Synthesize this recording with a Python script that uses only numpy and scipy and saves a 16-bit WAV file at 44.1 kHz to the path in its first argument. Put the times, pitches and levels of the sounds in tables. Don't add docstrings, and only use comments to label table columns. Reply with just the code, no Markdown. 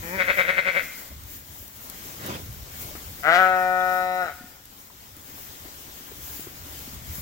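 import sys
import numpy as np
from scipy import signal
from scipy.fft import rfft, irfft, next_fast_len
from scipy.io import wavfile
from scipy.ndimage import uniform_filter1d, map_coordinates

SR = 44100
rng = np.random.default_rng(int(sys.argv[2]) if len(sys.argv) > 2 else 0)


def volts(x):
    e = np.asarray(x, float) / 20
    return 10 ** e


def transcribe(signal):
    frames = np.atleast_2d(signal).T
    limited = np.clip(frames, -1, 1)
    pcm = np.round(limited * 32767).astype(np.int16)
    wavfile.write(sys.argv[1], SR, pcm)


N = 317961

# start_s, pitch_hz, level_db
HOARSE_PITCH = [
    (.02, 158.5, -41.5),
    (.09, 175.9, -39),
    (.165, 193.5, -30),
    (.2, 186.4, -34),
    (.3, 183.5, -34),
    (.5, 180.6, -30.5),
    (.6, 182.9, -35),
    (.72, 176, -33),
    (.83, 187.6, -34),
]
# centre_s, level_db, length_s
BELLY_THROBS = [
    (0.207, -26, 0.063),
    (0.299, -23.5, 0.063),
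    (0.399, -23.5, 0.064),
    (0.495, -24.5, 0.04),
    (0.587, -25.5, 0.0495),
    (0.682, -29, 0.0706),
    (0.772, -29, 0.065),
]
# start_s, level_db, mouth_opening (0-1)
CLEAR_EFFORT = [
    (3.222, -45, 0.99),
    (3.236, -29.5, 1),
    (3.28, -18, 1),
    (3.4, -16.5, 0.7),
    (3.5, -20.5, 0.11),
    (3.62, -22.5, 0.07),
    (4.225, -26, .1),
    (4.3, -32, 0.58),
    (4.33, -42, 0.7),
]
# start_s, pitch_hz
CLEAR_PITCH = [
    (3.2, 135),
    (3.24, 143.8),
    (3.3, 165.1),
    (3.36, 176.8),
    (3.4, 186.7),
    (3.6, 183.4),
    (4.205, 182.9),
    (4.235, 177.3),
    (4.315, 141.2),
]
# centre_s, added_breath (share), treble_lift_db, length_s
SHOUT_RASPS = [
    (3.228, 0.44, 12, .01),
    (3.348, 0.47, 12.5, 0.036),
]
# centre_s, lift_db
MIDDLE_BAND_SWELLS = [
    (3.45, 3),
    (3.67, -6.5),
    (4.07, -10),
    (4.15, -9),
    (4.22, 2),
]
# freq_hz, level_db
HOARSE_MOUTH_SHUT = [(90, -25), (180, 0), (370, -6), (550, 0.5), (730, -16), (900, -1.5), (1100, -15),
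                     (1500, -12.5), (1900, -3), (2200, -12.5), (2430, -4), (2800, -46), (5000, -26),
                     (9000, -68)]
# freq_hz, level_db
HOARSE_MOUTH_OPEN = [(120, -12), (340, -22), (550, 0), (800, -17), (1200, -14), (1530, -1.5), (1720, -9),
                     (2080, 2), (2550, -10), (2900, -21.5), (3350, -18.5), (4100, -25.5), (4600, -30),
                     (9000, -51)]
# freq_hz, level_db
CLEAR_MOUTH_SHUT = [(120, -25), (365, -12.5), (550, -3.5), (730, 4), (1090, -23.5), (1280, -6.5),
                    (1460, 0.5), (1650, -22.5), (1830, -6), (2200, -31), (2450, -18), (2850, -36),
                    (3900, -39), (7000, -52)]
# freq_hz, level_db
CLEAR_MOUTH_OPEN = [(120, -18.5), (345, -12.5), (540, -7.5), (700, 7.5), (900, -11), (1050, -12),
                    (1250, -1), (1450, 6), (1750, -8.5), (1980, -1.5), (2550, -18), (2950, -17),
                    (5500, -37), (10000, -57.5)]
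# freq_hz, level_db
SNORT_FLAPS = [(50, -29), (100, 3.5), (200, -1.0), (500, -4), (1100, -14), (2500, -28)]
SNORT_HISS = [(500, -20), (1000, 3.5), (2500, 0.5), (4000, -4.5), (7000, -10), (15000, -42)]
# start_s, peak_db, pitch_hz, t60_s
RAIL_KNOCKS = [(1.115, -42, 600, 0.026), (1.241, -42, 226, 0.023), (1.409, -45, 208, 0.04),
               (1.626, -37, 292, 0.016), (1.898, -47, 245, 0.016), (2.91, -43, 613, 0.069),
               (2.952, -23, 342, 0.0098), (3.805, -34, 3450, 0.035), (4.408, -35, 255, 0.029),
               (4.9, -40, 1000, 0.019), (4.441, -35, 230, 0.023), (5.168, -42.5, 297, 0.03),
               (5.289, -39.5, 270, 0.031), (5.654, -38, 307, 0.037), (6.007, -38, 268, 0.025),
               (6.117, -32.5, 387, 0.025), (6.18, -41, 282, 0.031), (6.394, -27.5, 304, 0.014),
               (6.469, -29.5, 360, 0.025), (6.665, -39.5, 293, 0.05), (6.876, -34, 246, 0.034),
               (6.929, -40.5, 237, 0.066), (7.059, -45, 224, 0.04), (7.18, -39, 200, 0.055)]
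# start_s, peak_db, left_minus_right_db
STRAW_SNAPS = [(0.8386, -16, 6), (1.0788, -22, 9), (1.237, -23, -12), (1.68, -16.5, 5), (1.899, -9.5, 7),
               (2.2627, -10, -1), (2.5272, -22, 2), (4.6553, -19, 3), (5.1667, -23, 10), (6.4074, -14, 4),
               (6.79, -17, -7), (7.154, -12, -1)]
# start_s, rumble_db
HOOF_ACTIVITY = [(0, -49), (.5, -58), (1, -67), (1.2, -51.5), (1.8, -60.5), (2.3, -53), (2.95, -50),
                 (3.39, -61), (4.3, -62), (4.78, -67), (5.4, -60.5), (5.94, -59.5), (6.1, -54.5),
                 (6.5, -54), (7.21, -46.5)]
# start_s, rustle_db
STRAW_ACTIVITY = [(0, -53), (.45, -54.5), (.9, -53.5), (1.16, -58), (1.72, -61.5), (1.95, -53.5),
                  (2.25, -52.5), (2.5, -57.5), (2.85, -52.5), (3.17, -55.5), (3.7, -56.5), (4.3, -58.5),
                  (4.75, -61), (5.2, -59), (5.5, -55.5), (6.5, -56), (6.9, -53), (7.21, -55)]
# centre_s, lift_db, length_s
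LEG_SWISHES = [(.1, 2.5, .05), (.38, 4, .04), (.845, 3.5, 0.027), (1.0, 2, 0.089), (1.34, 7.5, 0.059),
               (1.63, 8.5, 0.12), (1.86, 2.5, 0.054), (2.07, 3, .05), (2.27, 8.5, 0.011), (2.61, 0.5, .04),
               (2.82, 4.5, 0.022), (3.01, 2, 0.085), (3.21, 3.5, 0.023), (3.43, 3.5, .04), (3.59, 1, 0.036),
               (3.91, 2, 0.1), (4.16, 2.5, 0.037), (4.36, 4, 0.062), (4.87, 4.5, 0.075), (5.42, 3, 0.067),
               (6.24, 6.5, 0.076), (6.41, 6, 0.077), (6.83, 2.5, .06), (6.95, 3.5, .03), (7.18, 7, 0.087)]
# freq_hz, level_db (per Hz)
RUMBLE_SPECTRUM = [(12, -64), (22, -40), (42, -6), (75, 3.5), (95, -0.5), (150, -9), (220, -17), (290, -32),
                   (480, -120)]
# freq_hz, level_db (per Hz)
SHUFFLE_SPECTRUM = [(76, 1), (130, 1.5), (150, 0), (284, 4), (557, -13.5), (1060, -63), (2200, -40),
                    (2860, -59), (4840, -120)]
# freq_hz, level_db (per Hz)
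RUSTLE_SPECTRUM = [(710, 0.5), (1200, 0.5), (2130, -0.5), (2580, -4), (3080, -1.5), (4580, -3), (5610, -2),
                   (7290, -3.5), (9000, -7), (11700, -29), (19800, -120)]
# freq_hz, level_db (per Hz)
HISS_SPECTRUM = [(4410, -17), (7500, 0.5), (8100, -29), (9490, -5), (13100, 3), (15100, 6), (15800, 8),
                 (16200, -19)]
# freq_hz, correlation (0-1)
PORT_LIKENESS = [(25, .78), (60, .88), (150, .96), (500, .9), (1000, .6), (2500, .3), (6000, .1),
                 (15000, .03)]
# freq_hz, below_left_db
BODY_SHADE = [(150, -1), (400, 1.5), (700, 4.5), (1300, 12.5), (2400, 10.5), (4400, -3.5), (9000, 21)]
# freq_hz, t60_s
BARN_DECAY = [(150, 1), (700, 1), (2000, 0.77), (5000, 0.37), (12000, 0.067)]
# freq_hz, level_db
BARN_COLOUR = [(150, -9), (720, -19), (1000, -8), (1500, -5), (2500, 0), (6000, -0.5)]


def hoarse_bleat():
    jaw_drops_s, jaw_takes_s = .15, .0508
    breath_shut, breath_open, breath_grows_per_s = .17, .58, .15
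    squeeze_clears = .45
    pitch_hz, db, on = curves(HOARSE_PITCH)
    t = np.arange(N) / SR
    opening = ramp(jaw_drops_s, jaw_takes_s)
    tiring = breath_grows_per_s * np.clip(t - jaw_drops_s, 0, 1)
    breath = breath_shut + opening * (breath_open - breath_shut + tiring)
    squeeze, throb = 0, 0
    for centre_s, level_db, length_s in BELLY_THROBS:
        phase = np.clip((t - centre_s) / length_s / 1.245, -.5, .5)
        shape = np.cos(np.pi * phase) ** 2.5
        squeeze = squeeze + shape
        throb = throb + volts(level_db) * shape
    breath = breath * (1 - squeeze_clears * squeeze)
    pitch_hz = pitch_hz * (1 + .06 * opening * (squeeze - .7))
    sound = voice(on, pitch_hz, opening, breath, HOARSE_MOUTH_SHUT, HOARSE_MOUTH_OPEN,
                  jitter=.12, scatter_db=2.5)
    return on * (volts(db) + 1.32 * throb) * sound


def clear_bleat():
    note_breath, shout_breath, break_breath = .015, .28, 1.2
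    break_s, break_takes_s = 4.222, .035
    chest_s, chest_takes_s, chest_late_db = 3.235, .022, 8
    upper_from_s, upper_takes_s, upper_db = 3.75, .25, 11
    swell_s = .039
    pitch_hz, _ = curves(CLEAR_PITCH)
    db, opening, on = curves(CLEAR_EFFORT)
    breath = note_breath + shout_breath * opening ** 2 + break_breath * ramp(break_s, break_takes_s)
    breath = breath + bumps([(s, added, length) for s, added, _, length in SHOUT_RASPS])
    treble_db = bumps([(s, lift_db, length) for s, _, lift_db, length in SHOUT_RASPS])
    middle_db = bumps([(s, middle_lift_db, swell_s) for s, middle_lift_db in MIDDLE_BAND_SWELLS])
    upper_lift_db = upper_db * ramp(upper_from_s, upper_takes_s)
    chest_db = chest_late_db * (ramp(chest_s, chest_takes_s) - 1)
    sound = voice(on, pitch_hz, opening, .45 * breath, CLEAR_MOUTH_SHUT, CLEAR_MOUTH_OPEN,
                  jitter=.07, scatter_db=3)
    low, second, upper, treble = filtered(sound, lambda hz: np.array([
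        1000. ** 6 / (hz ** 6 + 1000. ** 6),
        np.exp(-((hz - 1400) / 260) ** 4),
        1.5 * np.exp(-((hz - 3900) / 200) ** 2) + 2.5 * np.exp(-((hz - 5300) / 200) ** 2),
        hz ** 4 / (hz ** 4 + 3500. ** 4)]))
    shaped = (1 - np.clip(opening, 0, 1)) * volts(upper_lift_db) * upper
    shaped = shaped + (volts(middle_db) - 1) * second
    shaped = shaped + (volts(treble_db) - 1) * treble
    shaped = shaped + (volts(chest_db) - 1) * low
    return -on * volts(db) * (sound + shaped)


def voice(on, pitch_hz, opening, breath, shut, wide, jitter, scatter_db):
    turns = np.cumsum(pitch_hz * (1 + jitter * breath * wobble(130))) / SR
    harmonic = np.arange(1, 45)[:, None]
    span = slice(*np.flatnonzero(on)[[0, -1]])
    pulses = np.zeros(N)
    pulses[span] = np.cos(2 * np.pi * harmonic * turns[span]).sum(axis=0) / 5
    cycle_scatter = rng.standard_normal(N // 100)[np.round(turns).astype(int)]
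    size = volts(min(scatter_db, 6) * breath * cycle_scatter)
    air = rng.standard_normal(N + 1)
    gate = (1 + np.cos(2 * np.pi * turns)) ** 2 / 2
    puff = (0.55 * air[1:] + 1.44 * np.diff(air)) * gate
    breath = np.clip(breath, 0, 1)
    folds = size * pulses * np.sqrt(1 - breath) + puff * np.sqrt(breath) * (on > 0)
    shut, wide = causal(folds, shut), causal(folds, wide)
    opening = np.clip(opening, 0, 1)
    return (1 - opening) * shut / shut[span].std() + opening * wide / wide[span].std()


def snort():
    start_s, level_db, hold_s, hiss_db = 2.286, -31, .029, -8
    rise_db_per_s, fall_db_per_s = 177, 153
    t = np.arange(N) / SR - start_s
    db = level_db + rise_db_per_s * np.minimum(t, 0) - fall_db_per_s * np.maximum(t - hold_s, 0)
    flutter = volts(2.1 * wobble(39.05))
    flaps = rush(SNORT_FLAPS, patchy_db=-1.0)
    hiss = rush(SNORT_HISS, patchy_db=-3.5)
    return volts(db) * unit(flutter) * (flaps + volts(hiss_db + 4.5) * hiss)


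def knocks():
    out, t = np.zeros(N + SR), np.arange(SR // 8) / SR
    for start_s, peak_db, pitch_hz, t60_s in RAIL_KNOCKS:
        onset = 1 - np.exp(-t / 0.0022)
        ring = np.sin(2 * np.pi * pitch_hz * t) * volts(-60 * t / max(t60_s, .005)) * onset
        scuff = 0.17 * uniform_filter1d(rng.standard_normal(len(t)), size=8) * volts(-60 * t / 0.16)
        out[round(start_s * SR):][:len(t)] += volts(peak_db + 5.5) * (ring + scuff)
    return out[:N]


def snaps():
    out, t = np.zeros((2, N + SR)), np.arange(SR // 20) / SR
    for start_s, peak_db, pan_db in STRAW_SNAPS:
        burst = np.diff(rng.standard_normal((2, len(t) + 1))) * volts(-60 * t / 0.013)
        side_db = np.array([[.5], [-.5]]) * pan_db
        out[:, round(start_s * SR):][:, :len(t)] += volts(peak_db - 18.0 + side_db) * burst
    return out[:, :N]


def flock():
    hiss_over_db, shuffle_mean_db, shuffle_follows, swish_in_rustle = 6, -56, .77, .34
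    straw_left_db, turns_s, turns_db = 4, 6.1, .5
    rumble_db, _ = curves(HOOF_ACTIVITY)
    busy_db, _ = curves(STRAW_ACTIVITY)
    swish_db = bumps(LEG_SWISHES)
    shuffle_db = shuffle_mean_db + shuffle_follows * (busy_db - busy_db.mean())
    rustle_db = busy_db + swish_in_rustle * swish_db
    hiss_db = busy_db + hiss_over_db + swish_db
    left_db = straw_left_db - turns_db * ramp(turns_s, 1)
    sides = volts(np.array([left_db, -left_db]) / 2)
    stir = 1.9 * wobble(9) + 0.56 * wobble(30)
    rumble = volts(rumble_db + 5.5 + 2.2 * wobble(6.1)) * rush(RUMBLE_SPECTRUM, patchy_db=2.0)
    shuffle = volts(shuffle_db + .7 * stir + 1.2 * wobble(20)) * rush(SHUFFLE_SPECTRUM, patchy_db=2)
    rustle = volts(rustle_db + 9.0 + 0.42 * stir) * sides * rush(RUSTLE_SPECTRUM, patchy_db=1.5)
    hiss = volts(hiss_db + 4.0 + 0.95 * stir) * sides * rush(HISS_SPECTRUM, patchy_db=1.1)
    return rumble + shuffle + rustle + hiss


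def rush(spectrum, patchy_db, lag=15):
    z = signal.stft(rng.standard_normal((2, N)), nperseg=512)[2]
    field = uniform_filter1d(rng.standard_normal(z.shape[1:]), size=6, axis=0)
    field = uniform_filter1d(field, size=8, axis=1)
    pair = signal.istft(z * volts(patchy_db * unit(field)), nperseg=512)[1][:, :N]

    def mid_side(hz):
        turn = np.arccos(np.clip(along(PORT_LIKENESS, hz), -1, 1)) / 2
        return volts(along(spectrum, hz)) * [np.cos(turn), np.sin(turn)]

    mid, side = filtered(pair, mid_side)
    return unit(np.array([np.roll(mid + side, round(lag)), mid - side]))


def far_call():
    start_s, lasts_s, pitch_hz, level_db, fades_db = 2.68, .28, 2189, -60, 2
    db, on = curves([(start_s, level_db), (start_s + lasts_s, level_db - fades_db)])
    tone = np.sin(2 * np.pi * pitch_hz * np.arange(N) / SR)
    return on * volts(db + 1 + 4 * wobble(29.1)) * tone


def scattered(x, spread_s):
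    knots = rng.random(200)

    def response(hz):
        delay_s = spread_s * np.interp(hz / 120, np.arange(200), knots) * hz ** 2 / (hz ** 2 + 900 ** 2)
        return np.exp(-2j * np.pi * np.cumsum(delay_s) * hz[1])

    return filtered(x, response)


def barn(x, delay_s, near_db):
    hz, t, z = signal.stft(rng.standard_normal((2, SR)), SR, nperseg=256)
    decay = volts(-60 * t / along(BARN_DECAY, hz)[:, None]) + volts(near_db - 60 * t / 0.11)
    tail = signal.istft(z * volts(along(BARN_COLOUR, hz))[:, None] * decay, SR, nperseg=256)[1]
    tail[1] = .5 * tail[0] + .5 * tail[1]
    late = np.pad(x, (round(delay_s * SR), 0))[None]
    return signal.fftconvolve(late, tail / np.sqrt(SR), axes=1)[:, :N]


def ports(x, lag):
    def response(hz):
        shade = volts(along(BODY_SHADE, hz) / 2)
        shift = np.exp(-1j * np.pi * hz * lag / SR)
        return np.array([shade * shift, 1 / (shade * shift)])

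    return filtered(x, response)


def unit(x):
    return x / np.sqrt(np.mean(x ** 2) + 1e-20)


def along(points, hz):
    f, v = np.transpose(points)
    return np.interp(np.log(hz + 1), np.log(f + 1), v)


def curves(rows):
    s, *cols = np.transpose(rows)
    t = np.arange(N) / SR
    on = np.clip(np.minimum(t - s[0], s[-1] - t) / .01, 0, 1)
    return [np.interp(t, s, c) for c in cols] + [on]


def bumps(rows):
    t = np.arange(N) / SR
    return sum(height * np.exp(-((t - s) / max(length, .005)) ** 2) for s, height, length in rows)


def ramp(start_s, takes_s):
    return np.clip((np.arange(N) / SR - start_s) / takes_s, 0, 1)


def wobble(rate):
    knots = rng.standard_normal(int(N * 200 / SR) + 4)
    return map_coordinates(knots, [np.arange(N) * min(rate, 200) / SR])


def filtered(x, response):
    m = next_fast_len(N + 8192)
    return irfft(rfft(x, m) * response(np.fft.rfftfreq(m, 1 / SR)), m)[..., :N]


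def causal(x, spectrum):
    gain = volts(along(spectrum, np.fft.rfftfreq(4096, 1 / SR)))
    cep = irfft(np.log(gain + 1e-5))
    cep[1:2048] *= 2
    cep[2049:] = 0
    return signal.fftconvolve(x, irfft(np.exp(rfft(cep))))[:N]


def scene():
    first = scattered(hoarse_bleat(), spread_s=0.00317)
    second = scattered(clear_bleat(), spread_s=.0035)
    voices = ports(first, lag=12.4) + ports(second, lag=-7.0)
    echo = barn(first, delay_s=.004, near_db=7.0) + barn(second, delay_s=.004, near_db=5.5)
    near = voices + volts(8.5) * echo + snort() + ports(knocks(), lag=7.5) + snaps()
    return near + flock() + ports(far_call(), lag=4.0)


def band_limit(x):
    return signal.sosfilt(signal.butter(12, 17100, fs=SR, output="sos"), x)


def record(dry):
    mix = filtered(dry, lambda hz: hz < 16000)
    return band_limit(mix)


dry = scene()
out = record(dry)
transcribe(out)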